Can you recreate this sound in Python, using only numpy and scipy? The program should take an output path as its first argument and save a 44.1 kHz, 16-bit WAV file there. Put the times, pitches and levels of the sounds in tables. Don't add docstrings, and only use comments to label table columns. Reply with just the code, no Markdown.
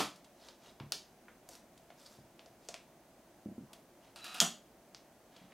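import sys
import numpy as np
from scipy import signal
from scipy.fft import rfft, irfft
from scipy.io import wavfile
from scipy.ndimage import uniform_filter1d

SR = 44100
rng = np.random.default_rng(int(sys.argv[2]) if len(sys.argv) > 2 else 0)


def transcribe(signal):
    frames = np.atleast_2d(signal).T
    limited = np.clip(frames, -1, 1)
    pcm = np.round(limited * 32767).astype(np.int16)
    wavfile.write(sys.argv[1], SR, pcm)


N = 244112
LEAD, TAPS = 4410, 4096
HZ, T = np.fft.rfftfreq(TAPS, 1 / SR), np.arange(TAPS) / SR


def amp(db):
    return 10 ** (np.asarray(db) / 20)

def unit_rms(x):
    return x / np.sqrt(np.mean(x ** 2) + 1e-20)

def curve(points, hz):
    f, value = np.transpose(points)
    return np.interp(np.log(hz + 1), np.log(f + 1), value)

def peaks(resonances, hz):
    return sum(db / (1 + (2 * (hz - f) / width) ** 2) for f, width, db in resonances)

def band_db(spectrum, bins):
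    return 10 * np.log10(abs(uniform_filter1d(abs(spectrum) ** 2, size=bins)) + 1e-12)

def part(hz, peak_db, cutoff_hz, octaves=.35):
    ring_db = peak_db / (1 + (np.log2((HZ + 1) / hz) / octaves) ** 2)
    return ring_db - np.minimum(10 * np.log10(1 + (HZ / cutoff_hz) ** 8), 70)

def add(mix, s, sound):
    span = mix[..., LEAD + round(s * SR):][..., :sound.shape[-1]]
    span += sound[..., :span.shape[-1]]

def ringing(db):
    log_gain = np.log(amp(np.r_[db, db[-2:0:-1]]))
    return np.fft.ifft(np.exp(np.conj(signal.hilbert(log_gain)))).real

def strike(db, chatter_s):
    blur = .74 * np.clip(HZ / 1500 - 1, 0, 1)
    scattered_db = db + blur * (band_db(amp(db), 241) - db)
    rows = []
    for tone_db, decay_s, bins in (db, chatter_s, 55), (scattered_db, chatter_s + .002, 7):
        force = rfft(rng.standard_normal(TAPS) * np.exp(-T / decay_s))
        response = rfft(ringing(tone_db - band_db(force, bins)))
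        rows.append(unit_rms(irfft(force * response)))
    return np.array(rows) * np.sqrt(.004 * SR / TAPS)

def grit(db, per_s, spread_db, size):
    sizes = amp(spread_db * np.minimum(rng.exponential(1, size), 4))
    slips = sizes * rng.standard_normal(size) * (rng.random(size) < per_s / SR)
    return unit_rms(signal.oaconvolve(slips, ringing(db))[:size])


# f/Hz, level/dB
AIR = [(15, -54), (25, -14.5), (64, -8.5), (86, -18.5), (104, -9.5), (183, -7.5), (260, -7), (340, -11.5),
       (523, -9), (582, -4.5), (1240, -17.5), (1490, -18), (3830, -26.5), (6380, -27), (15500, -30.5)]
# f/Hz, bandwidth/Hz, gain/dB
DRONE = [(217, 88, 3), (346, 64, 8.5), (673, 57, 3.5), (6200, 240, 4)]

def air():
    hz = np.fft.rfftfreq(N, 1 / SR)
    gain = amp(curve(AIR, hz) + peaks(DRONE, hz))
    mid, side = unit_rms(irfft(rfft(rng.standard_normal((2, N))) * gain, N))
    side = amp(-21) * side + amp(-11) * rng.standard_normal(N)
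    return amp(-62.5) * np.array([mid + side, mid - side])


# f/Hz, T60/s
ROOM_T60 = [(150, 0.46), (400, 0.26), (1000, 0.35), (2800, 0.39), (7000, 0.37), (14000, 0.3)]
# f/Hz, level/dB
ROOM_TONE = [(100, -0.5), (250, 1), (700, 0), (2000, 1), (5000, -3), (9000, -3.5), (15000, -5)]
# delay/s, relative level/dB
ECHOES = [(.0021, -19), (.0042, -11.5), (.0088, -26), (0.0097, -16), (0.0164, -17.5), (0.0216, -16.5)]

def room(x, wet_db, echo_db, build_s=.0027, side_db=-20):
    size = SR * 3 // 4
    hz, t, noise = signal.stft(rng.standard_normal((2, size)), SR, nperseg=256)
    decaying = noise * amp(-60 * t / curve(ROOM_T60, hz)[:, None])
    spectra = rfft(signal.istft(decaying, SR, nperseg=256)[1][:, :size])
    spectra /= np.sqrt(uniform_filter1d(abs(spectra) ** 2, size=61))
    tails = irfft(spectra * amp(curve(ROOM_TONE, np.fft.rfftfreq(size, 1 / SR))), size)
    tails *= 1 - np.exp(-np.arange(size) / SR / build_s)
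    tails *= np.linspace(1, 0, size) ** 4
    tails /= np.linalg.norm(tails[0])
    mid, side = amp(wet_db) * signal.fftconvolve(x[1:], tails, axes=1)[:, :N + LEAD]
    mid += x[0]
    for delay, db in ECHOES:
        mid += amp(db + echo_db) * np.roll(x[0], round(delay * SR))
    return np.array([mid + amp(side_db) * side, mid - amp(side_db) * side])[:, LEAD:]


# t/s at the peak, swell/s, level/dB, resonance f/Hz
RUBS = [(.45, 0.07, -63, 4100), (.665, .052, -63, 3720), (1.535, .04, -60, 5830), (2.014, 0.039, -63, 5270),
        (2.063, .01, -55, 4900), (2.125, 0.067, -65.5, 5130), (2.66, 0.048, -70.5, 4800),
        (3.71, 0.022, -62.5, 668), (4.06, 0.037, -68.5, 3000), (5.38, 0.083, -68, 2800),
        (5.535, .03, -63, 2200)]
# f/Hz, level/dB
RUB_TONE = [(100, -35.5), (400, 5), (1200, 6), (2200, -2), (3500, -1.5), (6000, -2), (9000, -4.5),
            (12500, -0.5), (16000, -11)]

def rubs(catch_db=-3, ribs=8):
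    out, t = np.zeros(N + LEAD), np.arange(SR // 2) / SR - .25
    for s, swell_s, db, hz in RUBS:
        squeak_db = 3.5 + 17 * np.exp(-swell_s / .023)
        tone_db = curve(RUB_TONE, HZ) + part(hz, squeak_db, cutoff_hz=2.25 * hz)
        slide = grit(tone_db, per_s=3500, spread_db=1.5, size=len(t))
        ribs_hz = hz * np.geomspace(.7, 1.6, ribs) * rng.uniform(.93, 1.1, ribs)
        catches = sum(grit(tone_db + peaks([(f, f / 6, 20)], HZ), per_s=90, spread_db=2, size=len(t))
                      for f in ribs_hz)
        stroke = unit_rms(slide + amp(catch_db) * unit_rms(catches))
        envelope = np.exp(-(t / np.where(t < 0, swell_s, 1.07 * swell_s)) ** 2)
        add(out, s + t[0], amp(db) * envelope * stroke)
    return out


# f/Hz, level/dB
SHELL = [(60, -30.5), (200, -10.5), (450, -1.5), (850, -3.5), (1100, -3.5), (1400, -2), (1750, -5.5),
         (2300, -4), (2800, -2.5), (3800, -4.5), (4500, -0.5), (6300, -2), (9500, -1), (16000, 0)]
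# f/Hz, bandwidth/Hz, gain/dB
SHELL_MODES = [(1050, 180, 4.5), (2210, 100, 4.5), (2720, 200, 1.5), (3490, 220, 4.5), (4580, 250, 1.5),
               (5200, 250, 0.5), (6200, 330, 2)]
# f/Hz, level/dB
CAVITY = [(150, -21), (380, -17.5), (560, -3.5), (680, 2), (900, -19.5), (1500, -28), (16000, -70)]
# t/s, level/dB, resonance f/Hz, cutoff f/Hz, chatter decay/s,
# cavity level/dB relative to the click
CLICKS = [(.158, -58, 5000, 11000, 0.0094, -35), (.245, -58.5, 3500, 9000, .005, -36),
          (0.4859, -50.5, 3900, 6940, 0.0023, -35), (.8, -46.5, 940, 3980, .002, -19),
          (1.2828, -52.5, 1660, 2280, .0024, -35), (1.4894, -49.5, 6660, 13200, .0017, -2.5),
          (1.5525, -53, 5200, 10000, 0.0025, -34), (1.777, -59.5, 3320, 9500, .0028, -30),
          (1.903, -56.5, 1900, 4000, .002, 3.5), (2.3938, -53, 2940, 4960, 0.00086, -35),
          (2.4597, -59, 5300, 7440, 0.0022, 4.5), (2.6871, -41, 6230, 8100, .0028, -4.5),
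          (2.7423, -42.5, 2580, 7160, 0.0012, -11), (3.732, -50, 3260, 10500, .003, -11),
          (4.9474, -47.5, 5060, 6220, .0004, -40), (5.3639, -56, 3630, 7050, 0.0058, -29)]

def clicks():
    out, shell_db = np.zeros((2, N + LEAD)), curve(SHELL, HZ) + peaks(SHELL_MODES, HZ)
    for s, db, hz, cutoff_hz, chatter_s, cavity_db in CLICKS:
        cavity = amp(cavity_db) * strike(curve(CAVITY, HZ), chatter_s=.0047)
        shell = strike(shell_db + part(hz, 8, cutoff_hz), chatter_s)
        add(out, s, amp(db) * (shell + cavity))
    return out


# t/s, level/dB, mean f/Hz
BUMPS = [(.807, -37.5, 145), (2.186, -49, 141), (3.4584, -33.5, 195), (3.58, -37, 178), (5.414, -48.5, 179)]
# frequency ratio, relative level/dB
WOOD_MODES = [(.55, -17), (1, 1.5), (1.4, -6.5), (2.3, -18.5)]

def bumps(rock_s=.028, loss_db=4, detune=.11, contacts=3, rise_s=.0013):
    out, t = np.zeros(N + LEAD), np.arange(SR // 2) / SR
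    decay_db = -60 * t / .072
    for s, db, hz in BUMPS:
        tap = strike(curve(SHELL, HZ) + part(310, 20, 760), chatter_s=.002)[0]
        add(out, s, amp(db - 12.5) * tap)
        for contact, pitch in enumerate(hz * (1 + detune * rng.standard_normal(contacts))):
            modes = sum(amp(mode_db + decay_db * np.sqrt(ratio)) * np.sin(2 * np.pi * pitch * ratio * t)
                        for ratio, mode_db in WOOD_MODES)
            add(out, s + contact * rock_s, amp(db - contact * loss_db) * modes * (1 - np.exp(-t / rise_s)))
    radiation = signal.butter(2, 75, "highpass", fs=SR, output="sos")
    return signal.sosfilt(radiation, out)


# f/Hz, level/dB
GEARS = [(120, -37.5), (200, -3.5), (350, -14.5), (397, -35.5), (671, -3), (1040, -5), (1130, -6.5),
         (1540, 1), (2020, -13.5), (2550, 0), (3230, -5), (4010, -2.5), (5070, -7), (10500, -16),
         (15000, -31.5)]
# f/Hz, bandwidth/Hz, gain/dB
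HOUSING = [(1270, 120, 8.5), (2541, 110, 3.5), (2800, 110, 4.5), (4800, 200, 4.5), (7300, 250, 3.5),
           (9250, 400, 4.5), (11900, 500, 7)]

def motor(whine_hz=3950, waver=.0027, tooth_hz=566, tooth_depth=.42):
    start_s, load_s, release_s = 4.16, 4.2425, 4.3432
    stop_s = ARM_IMPACTS[0][0]
    t = (np.arange(N + LEAD) - LEAD) / SR
    ticks, effort = np.zeros((2, N + LEAD)), np.zeros(N + LEAD)
    for start, end, db in (start_s, load_s, -61), (load_s, release_s, -54), (release_s, stop_s, -51.5):
        stage = (t >= start) & (t < end)
        surge_db = 9 * np.exp(-(t[stage] - start) / .024)
        effort[stage] = amp(db + surge_db)
        add(ticks, start, amp(db + 5.5) * strike(curve(SHELL, HZ) + part(9000, 2, 11000), chatter_s=.005))
    speed = 1 + waver * unit_rms(uniform_filter1d(rng.standard_normal(N + LEAD), size=300))
    phase_per_hz = 2 * np.pi * np.cumsum(speed) / SR
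    whine = unit_rms(np.sin(whine_hz * phase_per_hz) + amp(-23) * np.sin(3 * whine_hz * phase_per_hz))
    whine *= np.clip((t - 4.214) / .006, 0, 1)
    whine *= amp(-420.5 * np.maximum(t - release_s, 0))
    gears = grit(curve(GEARS, HZ) + peaks(HOUSING, HZ), per_s=4000, spread_db=1, size=N + LEAD)
    whirr = effort * gears * (1 + tooth_depth * np.sin(tooth_hz * phase_per_hz))
    return ticks + whirr + amp([[-53.5], [-66]]) * whine


# f/Hz, level/dB
KNOCK = [(35, -56.5), (60, -34), (187, -5), (394, -6.5), (475, -4.5), (756, 0), (869, -5), (1350, -3.5),
         (1590, -12), (2590, -11), (2910, -12.5), (3580, -7.5), (5710, -11), (13200, -21), (15500, -36)]
# f/Hz, bandwidth/Hz, gain/dB
KNOCK_MODES = [(85, 46, 8), (318, 54, 8), (1105, 55, 0), (3480, 210, 4.5)]
# f/Hz, level/dB
MOUNT = [(150, -29), (400, -10), (600, -7.5), (950, -16), (1400, -9.5), (1850, -21), (3100, -3),
         (3700, -9.5), (4300, 3), (5700, -0.5), (7500, -14), (10500, -11), (12500, -19), (16000, -17)]

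def lens():
    out = np.zeros((2, N + LEAD))
    add(out, -.02, amp(-17.5) * strike(curve(KNOCK, HZ) + peaks(KNOCK_MODES, HZ), chatter_s=.0046))
    add(out, .9213, amp(-29.5) * strike(curve(MOUNT, HZ), chatter_s=.00097))
    add(out, .9227, amp(-38.5) * strike(curve(SHELL, HZ) + part(3700, 6.2, 8600), chatter_s=.0028))
    return out


# f/Hz, level/dB
ARM = [(200, -33), (900, -23.5), (1500, -10), (2100, -16), (2750, -2), (3250, 3.5), (3950, -13.5),
       (4800, 1), (5500, -5.5), (6250, 2.5), (7700, -7), (9500, -18.5), (11200, -13.5), (16000, -30.5)]
# f/Hz, level/dB
JOLT = [(80, -22.5), (190, 5.5), (300, 0), (430, -6.5), (550, -10), (690, 9), (900, -7), (1300, -0.5),
        (1900, -13), (3400, -13.5), (5000, -7.5), (7100, -10), (10000, -9.5), (16000, -32)]
# f/Hz, level/dB, T60/s
SPRING_MODES = [(171, -40.5, 0.21), (235, -39, 0.17), (670, -46.5, .22), (4763, -45, 0.22),
                (9600, -48, 0.2)]
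# t/s, level/dB, chatter decay/s
ARM_IMPACTS = [(4.4025, -21, 0.00021), (4.4030, -21, 0.00026), (4.4032, -24.5, 0.00044),
               (4.4061, -30, 0.0025)]

def flash(rebound_s=4.4126, jolt_s=4.4135):
    out, t = np.zeros((2, N + LEAD)), np.arange(SR // 2) / SR
    for s, db, chatter_s in ARM_IMPACTS:
        add(out, s, amp(db) * strike(curve(ARM, HZ), chatter_s))
    add(out, rebound_s, amp(-29.5) * strike(curve(SHELL, HZ) + part(7200, 20, 11000), chatter_s=.00045))
    add(out, jolt_s, amp(-25.5) * strike(curve(JOLT, HZ), chatter_s=.012))
    onset = 1 - np.exp(-t / .004)
    for hz, db, t60 in SPRING_MODES:
        add(out, jolt_s, amp(db - 60 * t / t60) * np.sin(2 * np.pi * hz * t) * onset)
    return out


def scene():
    fingers = room(clicks() + rubs(), wet_db=-5.5, echo_db=-.5)
    table = room(np.tile(bumps(), (2, 1)), wet_db=-11, echo_db=-5.5)
    mount = room(lens(), wet_db=-5, echo_db=-4)
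    pop_up = room(flash() + motor(), wet_db=-5, echo_db=-2.5)
    return fingers + table + mount + pop_up + air()

def record(dry, cutoff_hz=15900):
    low_pass = signal.firwin(511, cutoff_hz, window=("kaiser", 9), fs=SR)
    return signal.oaconvolve(dry * amp([[-.1], [.1]]), low_pass[None], "same")


dry = scene()
out = record(dry)
transcribe(out)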